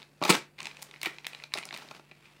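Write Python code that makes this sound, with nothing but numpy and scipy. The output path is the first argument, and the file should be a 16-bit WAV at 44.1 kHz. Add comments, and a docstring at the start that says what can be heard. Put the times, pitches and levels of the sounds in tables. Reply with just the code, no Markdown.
"""In a small room, a hardback journal is set down on a plastic wrapper lying on carpet.
Its edge knocks and excites bending modes; then the cover slaps flat, the boards ring and the book thuds.
A hand nudges it, with the friction noise of skin, and plucks at its elastic band and rubber charm,
while creases of the wrapper buckle underneath, ticking and crinkling.
The room adds a short reverberation and a faint steady hum."""
import sys
import numpy as np
from scipy import signal
from scipy.fft import rfft, irfft, next_fast_len
from scipy.io import wavfile
from scipy.ndimage import uniform_filter1d

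SR = 44100
rng = np.random.default_rng(int(sys.argv[2]) if len(sys.argv) > 2 else 0)


def wav_record(signal):
    """Record a signal, one row per channel, as 16-bit PCM in the file named by sys.argv[1]."""
    frames = np.transpose(np.atleast_2d(signal))
    bounded = np.clip(frames, -1, 1)
    # unit amplitude maps onto the largest positive 16-bit level
    quanta = np.round(bounded * 32767).astype(np.int16)
    wavfile.write(sys.argv[1], SR, quanta)


N = 105840
BLOCK = 8192  # samples; HZ and T are its frequency and time axes
HZ = np.fft.rfftfreq(BLOCK, 1 / SR)
T = np.arange(BLOCK) / SR


def amp(db):
    """Decibels to amplitude ratio."""
    return 10 ** (np.asarray(db) / 20)


def unit(x):
    """Normalisation to rms 1."""
    return x / np.sqrt(np.mean(x ** 2) + 1e-20)


def along(points, hz):
    """Interpolation of (frequency [Hz], value) points on a logarithmic frequency axis."""
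    f, v = np.transpose(points)
    return np.interp(np.log(hz + 1), np.log(f + 1), v)


def envelope(rows):
    """Amplitude envelope through (time [s], level [dB]) points."""
    return amp(np.interp(np.arange(N) / SR, *np.transpose(rows)))


def filtered(x, response):
    """Linear filtering: the spectrum is multiplied by a frequency response."""
    size = next_fast_len(len(x) + BLOCK)
    return irfft(rfft(x, size) * response(np.fft.rfftfreq(size, 1 / SR)), size)[:len(x)]


def coloured(x, spectrum):
    """Spectral shaping by (frequency [Hz], gain [dB]) points, at rms 1."""
    return unit(filtered(x, lambda hz: amp(along(spectrum, hz))))


def add(track, s, sound):
    """Superposition of a sound on the track at time s."""
    start = max(0, round(s * SR))
    part = track[start:start + len(sound)]
    part += sound[:len(part)]


def burst(decay_s, colour_db):
    """Contact noise decays exponentially in a minimum-phase filter; its energy is that of 4 ms at rms 1."""
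    noise = rfft(rng.standard_normal(BLOCK) * np.exp(-T / decay_s))
    smooth_power = np.abs(uniform_filter1d(np.abs(noise) ** 2, size=160))
    noise /= np.sqrt(smooth_power + 1e-12)
    cepstrum = irfft(np.log(amp(colour_db)))
    cepstrum[1:BLOCK // 2] *= 2  # folding onto positive time makes the filter causal
    cepstrum[BLOCK // 2 + 1:] = 0
    shaped = irfft(noise * np.exp(rfft(cepstrum)))
    return unit(shaped)[:BLOCK // 2] * np.sqrt(.004 * SR / BLOCK)


def impacts(rows, spectrum):
    """Source and filter: short contacts, each of its own length and brightness, excite one body."""
    out = np.zeros(N)
    octaves = np.log2((HZ + 50) / 1000)
    for s, db, decay_s, tilt in rows:
        add(out, s, amp(db) * burst(decay_s, along(spectrum, HZ) + tilt * octaves))
    return out


def ringing(modes, attack_s=.002):
    """Free vibration: a sum of damped modes with a soft onset."""
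    vibration = sum(amp(db - 60 * T / t60) * np.sin(2 * np.pi * hz * T) for hz, db, t60 in modes)
    return vibration * (1 - np.exp(-T / attack_s))


def background(air_db=-66.5):
    """Stationary sound: the low harmonics of an appliance over broadband room noise."""
    # hum partials (frequency [Hz], rms level [dB])
    partials = [(49, -73.5), (147, -65), (196, -78), (343, -78)]
    # room noise spectrum (frequency [Hz], gain [dB])
    air = [(15, -37.5), (25, -9.5), (169, 1.5), (253, -2), (495, -4.5), (1110, -15), (2360, -20),
           (2630, -6), (2850, -42), (4620, -17.5), (5580, -34), (7300, -22.5), (15500, -28)]
    t = np.arange(N) / SR
    hum = sum(amp(db) * np.sqrt(2) * np.sin(2 * np.pi * (hz * t + rng.random())) for hz, db in partials)
    return hum + amp(air_db) * coloured(rng.standard_normal(N), air)


def hand_rub(slip_db=3.5):
    """Sliding friction: uneven little slips of skin on the cover modulate a noise."""
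    # strength of the rubbing (time [s], level [dB])
    rubbing = [(0, -57.5), (.1, -69.5), (.205, -66.5), (.225, -53.5), (.29, -33), (.345, -29), (.4, -47.5),
               (.48, -73.5), (.56, -78.5), (.65, -59.5), (.8, -58), (1.015, -61), (1.07, -55), (1.2, -60),
               (1.42, -58.5), (1.51, -78), (1.57, -58), (1.68, -55), (1.76, -51.5), (1.88, -54.5),
               (1.97, -54), (2.03, -73.5), (2.4, -66.5)]
    # friction spectrum (frequency [Hz], gain [dB])
    skin = [(59, -67.5), (100, -41.5), (137, -41), (172, -5), (633, -6), (1260, -8), (1490, -6.5),
            (4640, -12), (15000, -32)]
    slips = unit(uniform_filter1d(rng.standard_normal(N), size=260))
    return envelope(rubbing) * coloured(rng.standard_normal(N) * amp(slip_db * slips), skin)


def wrapper_crinkle(grains_per_s=1300, spread_db=2.8):
    """Shot noise: many tiny creases give way at random while the journal shifts."""
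    # strength of the crinkling (time [s], level [dB])
    crinkling = [(0, -56.5), (.04, -77.5), (.08, -85), (.55, -78), (.6, -49), (.69, -55.5), (.8, -72),
                 (.86, -70), (1.012, -65), (1.05, -38), (1.2, -77), (1.33, -56), (1.42, -59), (1.5, -71.5),
                 (1.58, -40.5), (1.67, -81), (1.78, -51.5), (1.87, -66), (1.95, -70), (2.05, -68),
                 (2.18, -68.5), (2.25, -62), (2.4, -67)]
    # spectrum of the tiny creases (frequency [Hz], gain [dB])
    rustle = [(300, -28.5), (1000, 1.5), (1600, -2), (2400, 3.5), (3300, -2), (4500, -7.5), (6500, -16.5),
              (9500, -16), (12000, -29.5), (15500, -23)]
    grains = (rng.random(N) < grains_per_s / SR) * rng.choice([-1, 1], N)
    sizes = amp(spread_db * np.minimum(rng.exponential(size=N), 4))
    return envelope(crinkling) * coloured(grains * sizes, rustle)


def ringing_ticks(ring_db=9.5, ring_octaves=.41, spread_octaves=.06):
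    """Brief resonances with a sharp edge: pops of the wrapper's creases, and a soft tap near the end."""
    # ticks (time [s], level [dB], pitch [Hz], relative edge level [dB], edge cutoff [Hz])
    ticks = [(.019, -48, 3100, -34, 7000), (0.0288, -46, 3400, -25, 7000), (0.2376, -26, 4150, -20, 14000),
             (0.2407, -39.5, 9000, -3, 14000), (0.25, -38, 4240, -3.5, 14250),
             (0.2535, -35, 4410, -13, 10180), (0.2796, -41, 4500, -2, 14100), (0.286, -46, 3580, -7, 11570),
             (0.325, -24, 3300, -31.5, 8850), (0.5844, -48, 2500, -25, 7000), (0.589, -41, 2780, -22, 7200),
             (0.604, -35, 3280, -12, 7810), (0.6299, -44.5, 2930, 0, 7940), (0.6471, -45, 3260, -17, 8000),
             (0.6561, -35, 2750, -9.5, 6970), (0.6694, -34, 2760, -14, 7900),
             (.713, -43.5, 2850, -33, 7000), (0.769, -45, 2810, -12, 8000),
             (0.8185, -50.5, 3500, -2, 13000), (0.8238, -44, 3900, 1.5, 14030),
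             (0.828, -44, 7000, 3, 13900), (0.9119, -46, 3320, -13, 8100), (0.9398, -45, 1740, -28.5, 7000),
             (0.961, -46.5, 2480, -42, 7000), (1.0154, -37, 4150, -9, 12460),
             (1.031, -31.5, 2520, -4.5, 14050), (1.034, -36.5, 2470, -12, 15010),
             (1.059, -36, 2750, -8, 14960), (1.1846, -40.5, 2820, -19, 7010),
             (1.2457, -40, 2830, -29, 7000), (1.2519, -40, 2840, -30, 6940), (1.2675, -30, 2980, -9, 12980),
             (1.3327, -42, 2600, -16, 9020), (1.3485, -38.5, 3020, -21.5, 8060),
             (1.4, -46, 2150, -28, 7010), (1.423, -47.5, 1900, -29, 6990), (1.438, -37.5, 3640, -37, 13000),
             (1.521, -47, 2330, -32, 7000), (1.5379, -32.5, 5770, -18, 13000),
             (1.5384, -24.5, 4730, -21.5, 13000), (1.5742, -34.5, 2500, -12, 10930),
             (1.5808, -39.5, 2530, -10, 9920), (1.5858, -35.5, 2400, -7, 10030),
             (1.628, -41, 2640, -24, 7000), (1.6346, -40, 2860, -27, 7000), (1.654, -45.5, 5700, 2, 11040),
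             (1.689, -42, 3770, -22, 7000), (1.7083, -37.5, 2310, -34, 7000),
             (1.7268, -39.5, 3550, -23, 8000), (1.7405, -39, 3670, -17, 8000),
             (1.7471, -41.5, 2750, -12, 10000), (1.763, -39.5, 2407, -18.5, 9100),
             (1.775, -45, 4020, -3.5, 14920), (1.8876, -49, 3600, -18, 6900),
             (1.9113, -47.5, 2970, -22, 7000), (2.113, -47, 2430, -35, 6950),
             (2.1178, -51, 2450, -35, 7000), (2.2562, -52.5, 2570, -33, 7000)]
    # response of the plastic film (frequency [Hz], gain [dB])
    film = [(40, -54.5), (120, -10.5), (500, -19), (950, -2), (1450, -12), (2400, 0.5), (3100, -12.5),
            (4200, -5), (5800, -16), (7400, -19), (15000, -23)]
    # spectrum of the sharp edge (frequency [Hz], gain [dB])
    edge = [(2500, -47), (5000, 3.5), (7500, 3), (9500, 4), (11500, -2), (15500, 2)]
    out = np.zeros(N)
    for s, db, hz, edge_db, cutoff_hz in ticks:
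        octaves = np.log2((HZ + 1) / hz)
        peak_db = ring_db * np.exp(-(octaves / ring_octaves) ** 2 / 2)
        rolloff_db = 12 * np.maximum(octaves - .85, 0)
        stiffness_shift = 2 ** (spread_octaves * rng.standard_normal())
        tick_colour = along(film, HZ / stiffness_shift) + peak_db - rolloff_db
        edge_colour = along(edge, HZ) - 22.5 * np.log2(np.maximum(HZ / cutoff_hz, 1))
        add(out, s, amp(db) * burst(decay_s=.0012, colour_db=tick_colour))
        add(out, s, amp(db + edge_db) * burst(decay_s=.00073, colour_db=edge_colour))
    return out


def cover_knocks():
    """Impact excitation: knocks of the edge and fingers are coloured by the cover's resonances."""
    # contacts (time [s], level [dB], decay [s], tilt [dB/octave])
    knocks = [(.2155, -26, 0.01, -3), (.2245, -26.5, 0.0059, 2), (.2508, -24, 0.0037, 4),
              (.3745, -37, 0.0026, -5), (.586, -46, 0.015, -0.5), (.621, -46, 0.011, -8),
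              (.645, -48.5, 0.014, -13.5), (.668, -44.5, 0.008, 4), (.824, -46.5, 0.0038, 5.5),
              (1.031, -44, 0.0048, 1), (1.058, -34, 0.012, 1.5), (1.0697, -41, 0.0023, 1),
              (1.438, -43, 0.0026, 4.5), (1.5522, -34, 0.0076, -2), (1.5744, -40, 0.0089, -5),
              (1.585, -37, 0.0013, 3.5), (1.657, -45, 0.036, -0.5), (1.7266, -41.5, 0.0033, 0),
              (1.741, -39.5, 0.0048, 5), (1.820, -44, 0.0093, 3), (1.846, -49, 0.0071, -0.5),
              (1.9113, -40, 0.0029, 2), (1.947, -48.5, 0.0095, 1.5), (1.9957, -47, 0.0032, 0.5),
              (2.112, -49, .008, -4)]
    # response of the cover (frequency [Hz], gain [dB])
    cover = [(35, -41), (80, -20.5), (170, -0.5), (250, -4.5), (345, 5), (480, -11.5), (605, 3.5),
             (690, -1.5), (790, 3.5), (960, -4), (1200, -5.5), (1400, -1), (1630, -32.5), (2310, -7.5),
             (3500, -16.5), (4200, -16), (15000, -48)]
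    return impacts(knocks, cover)


def rim_touches():
    """Mode shapes: a touch on the rim best excites the modes that move most where it lands."""
    # rim touching down (time [s], level [dB], position along the rim [0-1])
    touches = [(.2235, -21.5, .36), (.2515, -21.5, .46)]
    # bending modes in order (frequency [Hz], relative level [dB], T60 [s])
    modes = [(330, -8, 0.045), (603, 0.5, 0.086), (820, 1, 0.06), (1153, 2.5, 0.034), (1290, -4, 0.062)]
    out = np.zeros(N)
    for s, db, position in touches:
        for order, mode in enumerate(modes, 1):
            coupling = np.sin(order * np.pi * position)
            add(out, s, amp(db) * coupling * ringing([mode]))
    return out


def cover_slap(ring_start_s=.2995, ring_db=-15):
    """Impact and free decay: the cover lands flat in rapid contacts and leaves the boards ringing."""
    # contacts (time [s], level [dB], decay [s], tilt [dB/octave])
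    slaps = [(.2935, -17.5, 0.0024, -2), (.2968, -18, 0.0057, 5), (.3005, -15, 0.0033, 0.5),
             (.3038, -14, 0.006, 2)]
    # spectrum of the slap (frequency [Hz], gain [dB])
    spectrum = [(30, -65.5), (80, -57), (170, -9.5), (250, -13), (340, -6), (450, -4), (620, -11.5),
                (950, -1), (1300, -4), (1650, -15), (2270, -2.5), (3100, -12), (4340, -10.5), (5900, -19.5),
                (8200, -16.5), (11500, -31), (15500, -33)]
    # board modes (frequency [Hz], relative level [dB], T60 [s])
    boards = [(432, -16.5, 0.19), (525.3, -15, 0.21), (1240, -22, 0.16), (2320, -15, 0.08)]
    out = impacts(slaps, spectrum)
    add(out, ring_start_s, amp(ring_db) * ringing(boards))
    return out


def carpet_thud(peak_s=.3042):
    """Heavy damping: a low pulse swells as the book settles and is stopped at once by the carpet."""
    # Gaussian pressure pulses (frequency [Hz], level [dB], half-width [s])
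    pulses = [(187, -18.5, .006), (332, -17.5, .006)]
    t = np.arange(N) / SR - peak_s
    return -sum(amp(db) * np.exp(-(t / half_s) ** 2) * np.cos(2 * np.pi * hz * t)
                for hz, db, half_s in pulses)


def band_flicks():
    """Damped impacts: the elastic band and rubber charm strike the cover."""
    # contacts (time [s], level [dB], decay [s], tilt [dB/octave])
    flicks = [(1.0582, -24.5, 0.0058, 3), (1.0697, -33.5, 0.0038, -7), (1.082, -43, 0.0066, -4),
              (1.132, -54, 0.0099, -2)]
    # spectrum of band and charm on the cover (frequency [Hz], gain [dB])
    charm = [(80, -54), (200, -24.5), (340, -11), (500, -21), (1150, -27), (1410, -1.5), (1650, -17),
             (1900, 6), (2150, 2.5), (2600, -3.5), (2920, -5), (4000, -12.5), (7000, -33), (15000, -35)]
    return impacts(flicks, charm)


def room(x, echo_s=.0045, echo_db=-17.5, tail_delay_s=.009, tail_db=-10):
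    """Reverberation: one early reflection, then a short diffuse tail of decaying noise."""
    # reverberation time (frequency [Hz], T60 [s])
    t60 = [(100, 0.33), (400, 0.25), (2400, 0.26), (6000, 0.21), (14000, 0.13)]
    # initial spectrum of the tail (frequency [Hz], gain [dB])
    colour = [(100, -1), (200, -19), (400, 3), (700, -5.5), (2100, -1.5), (3200, -7), (6000, -0.5),
              (14000, 0)]
    out = np.zeros(N)
    add(out, echo_s, amp(echo_db) * x)
    for start in range(0, N, BLOCK):  # a fresh random tail for each block
        hz, t, noise = signal.stft(rng.standard_normal(SR // 2), SR, nperseg=256)
        decay_db = along(colour, hz)[:, None] - 60 * t / along(t60, hz)[:, None]
        tail = signal.istft(noise * amp(decay_db), SR)[1]
        reverberation = signal.fftconvolve(x[start:start + BLOCK], tail / np.linalg.norm(tail))
        add(out, start / SR + tail_delay_s, amp(tail_db) * reverberation)
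    return out


def scene():
    """Superposition of direct sound, reverberation and background in one channel."""
    journal = cover_knocks() + rim_touches() + cover_slap() + carpet_thud()
    direct = journal + band_flicks() + ringing_ticks() + wrapper_crinkle() + hand_rub()
    return (direct + room(direct) + background())[None]


def record(dry, bass_hz=57, top_hz=15900):
    """Band limiting: the microphone is a second-order high-pass, and the recorder cuts the top treble."""
    def response(hz):
        high_pass = (1j * hz / (bass_hz + 1j * hz)) ** 2
        low_pass = np.clip((top_hz - hz) / 500 + .5, 0, 1)
        return high_pass * low_pass
    return np.array([filtered(channel, response) for channel in dry])


dry = scene()
out = record(dry)
wav_record(out)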